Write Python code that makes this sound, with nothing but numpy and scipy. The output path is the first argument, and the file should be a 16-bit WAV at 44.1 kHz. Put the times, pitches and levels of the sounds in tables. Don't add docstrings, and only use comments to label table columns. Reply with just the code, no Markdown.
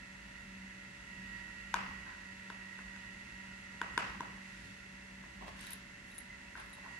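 import sys
import numpy as np
from scipy import signal
from scipy.fft import rfft, irfft
from scipy.io import wavfile

SR = 44100
rng = np.random.default_rng(int(sys.argv[2]) if len(sys.argv) > 2 else 0)


def output_pcm(signal):
    pcm = np.clip(np.atleast_2d(signal).T, -1, 1) * 32767
    wavfile.write(sys.argv[1], SR, np.round(pcm).astype(np.int16))


N = 308533
TIME = np.arange(N) / SR


RUMBLE_SPECTRUM = [(20, -32), (33, -8), (44, -0.5), (52, 6.5), (62, 1.5), (75, -6), (95, -5), (130, -49)]
UPPER_BASS_SPECTRUM = [(60, -36), (125, -4), (200, -3), (330, -12), (600, -44)]
# (time of the top [s], length [s], rise [dB])
SWELLS = [(.5, 0.46, 4.2), (1.28, 0.68, 4.4), (1.87, 0.59, 10.3), (4.08, 1, 8.1), (5.5, 1, 5.3)]
RUMBLE_REST_DB = -64.5
# (frequency [Hz], likeness [0-1])
LIKENESS = [(50, 0.82), (190, 0.88), (300, 0.68), (500, 0.041), (1000, 0.26), (2000, 0.26), (4000, 0.042),
            (8000, 0.071), (14000, 0.4)]
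# (frequency [Hz], left-right [dB])
BALANCE = [(60, 0.5), (200, -1), (400, 1), (700, 0), (1200, 5), (1600, 0), (2300, -7.5), (4200, -5),
           (7800, -1), (14000, 0)]

BODY_SPECTRUM = [(40, -41), (80, -4), (115, 2), (160, -3), (220, 2.5), (300, -3), (400, -6), (520, -11.5),
                 (700, -9.5), (900, -8.5), (1200, -39)]
AIR_SPECTRUM = [(600, -28), (950, -7), (1200, -11), (1400, -14), (1650, -2.5), (2000, 5), (2400, -9.5),
                (2800, -20), (3200, -11), (5000, -16), (7000, -16), (8000, -20.5), (9300, -21.5),
                (14000, -42.5)]
BODY_DB, AIR_DB = -62.5, -54.5
# (time [s], level [dB])
BLADE_LEVEL = [(0, -61), (.45, -58.5), (.6, -55.5), (.92, -63), (1.2, -54.5), (1.53, -62), (1.85, -53),
               (2.15, -62.5), (2.75, -55), (3.05, -60), (3.55, -57.5), (3.85, -61.5), (4.25, -55.5),
               (4.65, -60), (5.2, -60.5), (5.7, -57), (6.05, -64), (7, -63.5)]
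WHINE_LEVEL = [(0, -70.5), (.9, -69), (1.18, -64), (1.36, -56), (1.5, -60.5), (1.66, -61.5), (1.85, -59),
               (2.25, -65), (2.9, -63), (3.7, -65), (4.02, -60.5), (4.25, -67), (4.9, -73), (6.78, -73.5),
               (6.93, -61.5)]
TONE_ORDERS = [3, 15, 25, 75, 120]
# (level [dB], unsteadiness [0-1], left-right [dB], follows whine [dB per dB])
TONES = [(-76, 0.35, 0, 0.5), (-72, 0, 5.5, 0), (-77, 0.43, -20, 0.5), (-74.5, 0.6, 1, 0.5),
         (-84.5, 0, 18.5, 0.53)]
# (frequency [Hz], width [Hz], level [dB])
HOUSING = [(1405, 145, -66.5), (2012, 120, -65), (2672, 346, -61.5)]
SHAFT_HZ = 38.3
BLADE_ORDER, WHINE_ORDER = 5, 50
AIR_FOLLOWS, HOUSING_FOLLOWS = 0.12, 0.28
RIGHT_LAG_S = 30 / SR

# (time of the top [s], length [s], level [dB]), then spectrum
SLEEVE_MOVES = [(4.017, 0.33, -59.5), (4.237, 0.46, -59.5), (4.676, 0.28, -59.5)]
SLEEVE_SPECTRUM = [(60, -25), (100, 1), (140, -2), (200, -3), (400, -11), (800, -48)]

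# (frequency [Hz], t60 [s])
ROOM_DECAY = [(150, 0.66), (500, 0.44), (1000, 0.56), (2500, 0.57), (5000, 0.57), (10000, 0.17),
              (14000, 0.22)]
# (delay [s], level [dB], left-right [dB])
ECHOES = [(.0095, -19, -12), (0.02, -20.5, 4)]
WALL_S = 0.009
FLUTTER_FIRST_S, FLUTTER_TRIP_S, FLUTTER_DB = 0.011, 0.025, 1.5
# (frequency [Hz], level [dB])
TABLE_WASH = [(100, -66), (200, -21), (400, -8.5), (700, -7), (950, 3.5), (1200, 1), (1550, 0), (2100, -5),
              (2800, -7.5), (3800, -21), (5200, -19), (6200, -24), (8000, -25.5), (11000, -31),
              (14000, -54)]

SQUEAK_START_S, SQUEAK_LENGTH_S, SQUEAK_HZ, SQUEAK_DB = 6.294, 0.024, 2040, -47
# (start [s], length [s], share spent swelling [0-1], slips [per s],
# soft rubbing on the mat [dB], scraping that rings the table [dB], chain rustle [dB])
SLIDES = [(2.035, 0.15, 0.3, 490, -83, -52.5, -94), (3.999, 0.19, 0.24, 960, -88, -56, -60),
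          (4.202, 0.72, 0.6, 1600, -87, -96, -62), (5.397, .1, 0.25, 3300, -52, -78, -85),
          (5.457, 0.055, 0.47, 2900, -49.5, -90, -60), (5.521, 0.21, 0.62, 3500, -70, -65, -53),
          (5.659, .12, 0.51, 3500, -66, -72, -54.5), (6.549, 0.12, 0.24, 2700, -70, -52, -61),
          (6.739, 0.065, 0.69, 1600, -62, -70, -89), (6.825, 0.085, 0.27, 2100, -62.5, -58, -86)]
RUB_SPECTRUM = [(90, -19), (150, -7), (350, -2), (480, -8), (620, -0.5), (850, -1), (1080, 1.5),
                (1450, -17), (3000, -15), (9000, -39)]
SCRAPE_SPECTRUM = [(300, -27), (750, -10), (980, 9.5), (1200, -4.5), (1500, 7), (1800, 3), (2600, -11),
                   (4500, -16), (9000, -49)]
RUSTLE_SPECTRUM = [(600, -46), (1700, 3.5), (2500, -2), (4000, -4.5), (7000, -11), (10000, -13),
                   (13500, -29), (15000, -30)]
# (start [s], length [s], link touches [per s], level [dB])
TREMBLES = [(5.541, 0.22, 350, -67), (6.032, 0.25, 290, -69), (6.501, 0.46, 200, -74.5)]
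# (time [s], level [dB], left-right [dB],
# brightness: level of the top modes [dB], low ting [dB], dry tick [dB],
# main ring, which shifts with the grip [Hz], first rebound [dB])
CLINKS = [(5.61, -51, -1, -11, -2, 8, 9700, -20), (5.664, -53, 0, -9, 5, 6, 10000, -20),
          (5.668, -47, -6, -3, 21, 20, 10100, -12), (5.706, -45.5, 7, 0, 0, 5, 10230, -11),
          (5.7195, -52, 3, 1, -2, 1, 10200, -6), (5.7319, -41, 7, -1, 2, -3, 10230, -16),
          (6.115, -58, 3, -9, 20, -6, 9860, -7), (6.149, -61, 7, -8, 3, -10, 10000, -6),
          (6.181, -43, 1, -11, -8, 3, 9950, -18), (6.1858, -43.5, 7, -14, -5, -12, 10100, -9),
          (6.576, -63, -2, -13, 7, 4, 9900, -6), (6.599, -58, 7, -5, 9, -4, 10140, -8),
          (6.731, -52.5, 3, -7, 13, -6, 9850, -4), (6.750, -62, 3, 0, 8, -6, 10000, -12),
          (6.810, -66, 7, -12, 23, -6, 10090, -18)]
# (frequency [Hz], level [dB], t60 [s])
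PENDANT = [(3820, -21, 0.013), (3880, -15, 0.022), (6450, -25, 0.0097), (9100, -9, 0.011),
           (9680, -3, 0.016), (10200, -5.5, 0.028), (10130, -8, 0.028), (10350, -14, .012),
           (11660, -10.5, 0.024), (13400, -15, 0.021)]
MAIN_RING_HZ = 10100
REBOUND_S, NEXT_REBOUND_DB = 0.0072, -2

# (time [s], level [dB], hardness as treble tilt [dB per octave], room send [dB],
# place: upper modes [dB], weight: low modes [dB], middle mode near 1.25 kHz [dB])
KNOCKS = [(1.7410, -13.5, 0.5, -9, -0.5, -1.5, 2), (2.149, -45, -3, -12, 11, 8, 0),
          (2.501, -32, -1, -9.5, 5, 13, 4), (2.789, -39, -1.5, -7.5, 8.5, 13, -6),
          (2.962, -51, 4, -8, 12, 11, 0), (3.8151, -22, -2, -9, 7.5, 9, -6),
          (3.977, -15, 0.9, -9, 4, 9, -4), (4.2060, -20.5, -2, -10, -5.5, 5, 0),
          (5.238, -40, -16, -5.5, 8, 12, 0), (6.5537, -38, -18.5, -1.5, 20, 11, -4),
          (6.582, -48, -14, -1, 16, 2, 0), (6.606, -48, -14, -6, 16, -3, 1),
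          (6.621, -53, -14, -10, 16, 0, 3), (6.861, -34.5, -16, -3, -12, 2, -6)]
# (frequency [Hz], level [dB], t60 [s])
TABLE = [(306, -25, 0.027), (432, -24.5, 0.022), (653, -18, 0.0073), (968, -12.5, 0.04), (1010, -11, 0.036),
         (1360, -24.5, 0.026), (1514, -3.5, 0.013), (2200, -20.5, 0.01), (2940, -31, 0.051),
         (3560, -9, 0.0061), (4870, -19, 0.0063), (6920, -20.5, 0.0057), (7500, -35, 0.028),
         (9900, -38, 0.046)]
CRACK_SPECTRUM = [(300, -42), (1500, 12), (2500, 18), (4000, 1.5), (6000, 12), (9000, 1), (11500, 0.5),
                  (14000, -20)]
TABLE_LOW_HZ = 290
EDGE_HZ = 14100


def amp(db):
    return 10 ** (np.asarray(db) / 20)


def evened(x):
    return x / np.sqrt(np.mean(abs(x) ** 2) + 1e-20)


def read(points, hz):
    f, value = np.transpose(points)
    return np.interp(np.log(hz + 1), np.log(f + 1), value)


def curve(rows):
    return np.interp(TIME, *np.transpose(rows))


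def hump(top_s, length):
    return np.cos(np.pi * np.clip((TIME - top_s) / length, -0.5, 0.5)) ** 2


def pan(db):
    return amp(np.array([[db], [-db]]) / 2)


def add(mix, s, sound):
    part = mix[:, round(s * SR):][:, :sound.shape[1]]
    part += sound[:, :part.shape[1]]


def coloured(x, spectrum):
    n = x.shape[-1]
    gain = amp(read(spectrum, np.fft.rfftfreq(n, 1 / SR)))
    return evened(irfft(rfft(x) * gain, n))


def random_touches(shape, per_s, grain_db):
    present = rng.random(shape) < per_s / SR
    return present * amp(grain_db * np.minimum(rng.exponential(1, shape), 2))


def right_lag_phase(hz):
    return 2 * np.pi * hz * RIGHT_LAG_S * np.clip((hz - 150) / 700, 0, 1)


def ambience(spectrum):
    hz = np.fft.rfftfreq(N, 1 / SR)
    a, b = rfft(rng.standard_normal((2, N)))
    same = np.where(hz < 120, 1, np.clip(read(LIKENESS, hz), 0, 1))
    left = a * np.exp(1j * right_lag_phase(hz))
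    right = same * a + np.sqrt(1 - same ** 2) * b
    balance = amp(np.outer([0.5, -0.5], read(BALANCE, hz)))
    return coloured(irfft(np.array([left, right]) * balance, N), spectrum)


def rumble(upper_db=-69):
    swell_db = sum(db * hump(s, length) for s, length, db in SWELLS)
    low = amp(RUMBLE_REST_DB) * ambience(RUMBLE_SPECTRUM)
    upper = amp(upper_db) * ambience(UPPER_BASS_SPECTRUM)
    return amp(swell_db) * (low + upper)


def wander(width):
    hz = np.fft.fftfreq(N, 1 / SR)
    noise = rng.standard_normal(N) + 1j * rng.standard_normal(N)
    return evened(np.fft.ifft(np.fft.fft(noise) / (1 + (2 * hz / width) ** 2)))


def from_fan(carrier, hz):
    lag = np.array([[0], [right_lag_phase(hz)]])
    return np.sqrt(2) * (carrier * np.exp(1j * (2 * np.pi * hz * TIME - lag))).real


def fan(blade_shake=0.37, whine_shake=0.32):
    whine_db = curve(WHINE_LEVEL)
    lift_db = whine_db - whine_db.mean()
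    out = amp(BODY_DB) * ambience(BODY_SPECTRUM)
    out += amp(AIR_DB + AIR_FOLLOWS * lift_db) * ambience(AIR_SPECTRUM)
    for order, (db, shake, side_db, follows) in zip(TONE_ORDERS, TONES):
        tone = from_fan(evened(1 + shake * wander(5.4)), order * SHAFT_HZ)
        out += amp(db + follows * lift_db) * pan(side_db) * tone
    blades = from_fan(evened(1 + blade_shake * wander(12.0)), BLADE_ORDER * SHAFT_HZ)
    out += amp(curve(BLADE_LEVEL)) * blades
    whine = from_fan(evened(1 + whine_shake * wander(15)), WHINE_ORDER * SHAFT_HZ)
    out += amp(whine_db) * pan(-23.5) * whine
    housing = sum(amp(db) * pan(-0.63) * from_fan(wander(width), hz) for hz, width, db in HOUSING)
    return out + amp(HOUSING_FOLLOWS * lift_db) * housing


def sleeve():
    push = sum(amp(db) * hump(s, length) for s, length, db in SLEEVE_MOVES)
    return push * ambience(SLEEVE_SPECTRUM)


def room(x, recover_s=0.16):
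    reflections_per_s = 3500
    taps = rng.choice([-1, 1], (2, SR)) * (rng.random((2, SR)) < reflections_per_s / SR)
    taps = taps * amp(FLUTTER_DB * np.cos(2 * np.pi * (TIME[:SR] - FLUTTER_FIRST_S) / FLUTTER_TRIP_S))
    hz, t, bands = signal.stft(taps, SR, nperseg=256)
    decay = amp(-60 * t / read(ROOM_DECAY, hz)[:, None])
    recovery = 1 - 0.5 * np.exp(-t / recover_s)
    tail = signal.istft(bands * decay * recovery, SR, nperseg=256)[1]
    tail = np.pad(tail, ((0, 0), (round(WALL_S * SR), 0)))
    return signal.fftconvolve(x.mean(0)[None], tail / np.linalg.norm(tail[0]), axes=1)[:, :N]


def wash(level_db, tilt_db, place_db, weight_db, size=1024):
    hz = np.fft.rfftfreq(size, 1 / SR)
    octaves = np.clip(np.log2((hz + 1) / 1000), 0, 2)
    low = np.clip((900 - hz) / 300, 0, 1)
    colour_db = read(TABLE_WASH, hz) + tilt_db * octaves
    colour_db += place_db * np.minimum(octaves, 0.5) + weight_db * low / 2
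    return np.roll(irfft(amp(level_db + colour_db)), size // 8)[None]


def squeak():
    swell = np.sin(np.pi * np.clip((TIME - SQUEAK_START_S) / SQUEAK_LENGTH_S, 0, 1))
    return amp(SQUEAK_DB) * pan(-5) * swell * np.sin(2 * np.pi * SQUEAK_HZ * TIME)


def slides(grain_db=3):
    out = np.zeros((2, N))
    for start, length, swell, slips_per_s, rub_db, scrape_db, rustle_db in SLIDES:
        n = max(round(length * SR), 256)
        slips = random_touches(n, slips_per_s, grain_db) * rng.choice([-1, 1], (2, n))
        stroke = amp(rub_db) * coloured(slips, RUB_SPECTRUM)
        stroke += amp(scrape_db) * coloured(slips, SCRAPE_SPECTRUM)
        stroke += amp(rustle_db) * coloured(slips, RUSTLE_SPECTRUM)
        pressure = np.interp(np.arange(n) / n, [0, np.clip(swell, 0.05, 0.95), 1], [0, 1, 0])
        add(out, start, stroke * np.sin(np.pi / 2 * pressure) ** 2)
    return out


def clink(level_db, bright_db, ting_db, tick_db, ring_hz, scatter_db=4.0, tick_t60=0.011, rise_s=0.00034):
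    t = np.arange(4096) / SR
    hz, db, t60 = np.transpose(PENDANT)[:, :, None]
    scatter, detune = rng.standard_normal((2, len(PENDANT), 1))
    low, top, gripped = hz < 5000, hz > 11000, (hz > 5000) & (hz < 12500)
    hz = hz * np.where(gripped, ring_hz / MAIN_RING_HZ, 1) * (1 + 0.005 * detune)
    size_db = db + scatter_db * scatter + bright_db * top + ting_db * low
    side_turns = rng.random((2, len(PENDANT), 1)) * (hz / MAIN_RING_HZ) ** 2
    turns = rng.random((len(PENDANT), 1)) + side_turns
    ring = (amp(size_db - 60 * t / t60) * np.sin(2 * np.pi * (hz * t + turns))).sum(1)
    tick = rng.standard_normal((2, len(t))) / 2 * amp(tick_db + bright_db / 2 - 60 * t / tick_t60)
    sound = (ring + tick) * (1 - np.exp(-t / rise_s))
    return amp(level_db) * sound / sound[:, t < 0.003].std()


def tremble(grain_db=4, bright_db=-3, ting_db=4, tick_db=7, count=6):
    out = np.zeros((2, N))
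    for start, length, touches_per_s, level_db in TREMBLES:
        n = max(round(length * SR), 256)
        touches = random_touches((count, n), touches_per_s / count, grain_db)
        pitches = MAIN_RING_HZ * rng.uniform(0.975, 1.02, count)
        links = np.zeros((2, n))
        for train, hz in zip(touches, pitches):
            link = clink(0, bright_db, ting_db, tick_db, hz)
            links += signal.fftconvolve(train[None], link, axes=1)[:, :n]
        add(out, start, amp(level_db) * evened(links) * np.sin(np.pi * np.arange(n) / n))
    return out


def jingle(count=2):
    out = np.zeros((2, N))
    for s, level_db, side_db, *contact, rebound_db in CLINKS:
        add(out, s, pan(side_db) * clink(level_db, *contact))
        gaps = REBOUND_S * (0.5 + rng.random(count))
        for k, delay in enumerate(np.cumsum(gaps)):
            bounce_db = level_db + rebound_db + NEXT_REBOUND_DB * k
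            add(out, s + delay, pan(side_db) * clink(bounce_db, *contact))
    return out


def knock(level_db, tilt_db, place_db, weight_db, middle_db, crack_db=-19.5):
    t = np.arange(4096) / SR
    contact_s, rise_s = 0.004, 0.0005
    hz, db, t60 = np.transpose(TABLE)[:, :, None]
    octaves = np.clip(np.log2(hz / 1000), 0, 2)
    low, middle = hz < 800, (hz > 1120) & (hz < 1400)
    scatter, skew = rng.standard_normal((2, 2, len(TABLE), 1))
    size_db = db + tilt_db * octaves + place_db * np.minimum(2 * octaves, 1)
    size_db = size_db + weight_db * low + middle_db * middle + scatter
    phase = octaves ** 2 * skew / 2
    ring = (amp(size_db - 60 * t / t60) * np.sin(2 * np.pi * hz * t + phase)).sum(1)
    touch = np.sin(np.pi * np.sqrt(np.minimum(t / contact_s, 1)))
    edge_noise = coloured(rng.standard_normal((2, len(t))), CRACK_SPECTRUM)
    crack = amp(crack_db + 2 * tilt_db) * touch * edge_noise
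    blow = (crack - ring) * (1 - np.exp(-t / rise_s))
    radiated = signal.lfilter(*signal.butter(2, TABLE_LOW_HZ, "high", fs=SR), blow)
    return amp(level_db) * pan(3.2) * radiated


def scene():
    near, knocked = np.zeros((2, 2, N))
    for s, level_db, tilt_db, send_db, place_db, weight_db, middle_db in KNOCKS:
        blow = knock(level_db, tilt_db, place_db, weight_db, middle_db)
        add(near, s, blow)
        for delay, db, side_db in ECHOES:
            add(near, s + delay, amp(db) * pan(side_db) * blow)
        add(knocked, s, wash(level_db + send_db, tilt_db, place_db, weight_db))
    clinked = jingle() + tremble()
    rubbed = slides() + squeak()
    echo = pan(-0.86) * room(amp(27.0) * knocked + amp(-8.0) * clinked + amp(-4.0) * rubbed)
    return near + clinked + rubbed + echo + fan() + rumble() + sleeve()


def record(dry):
    low_pass = signal.firwin(255, EDGE_HZ, window=("kaiser", 8), fs=SR)
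    return signal.oaconvolve(dry, low_pass[None], "same")


dry = scene()
out = record(dry)
output_pcm(out)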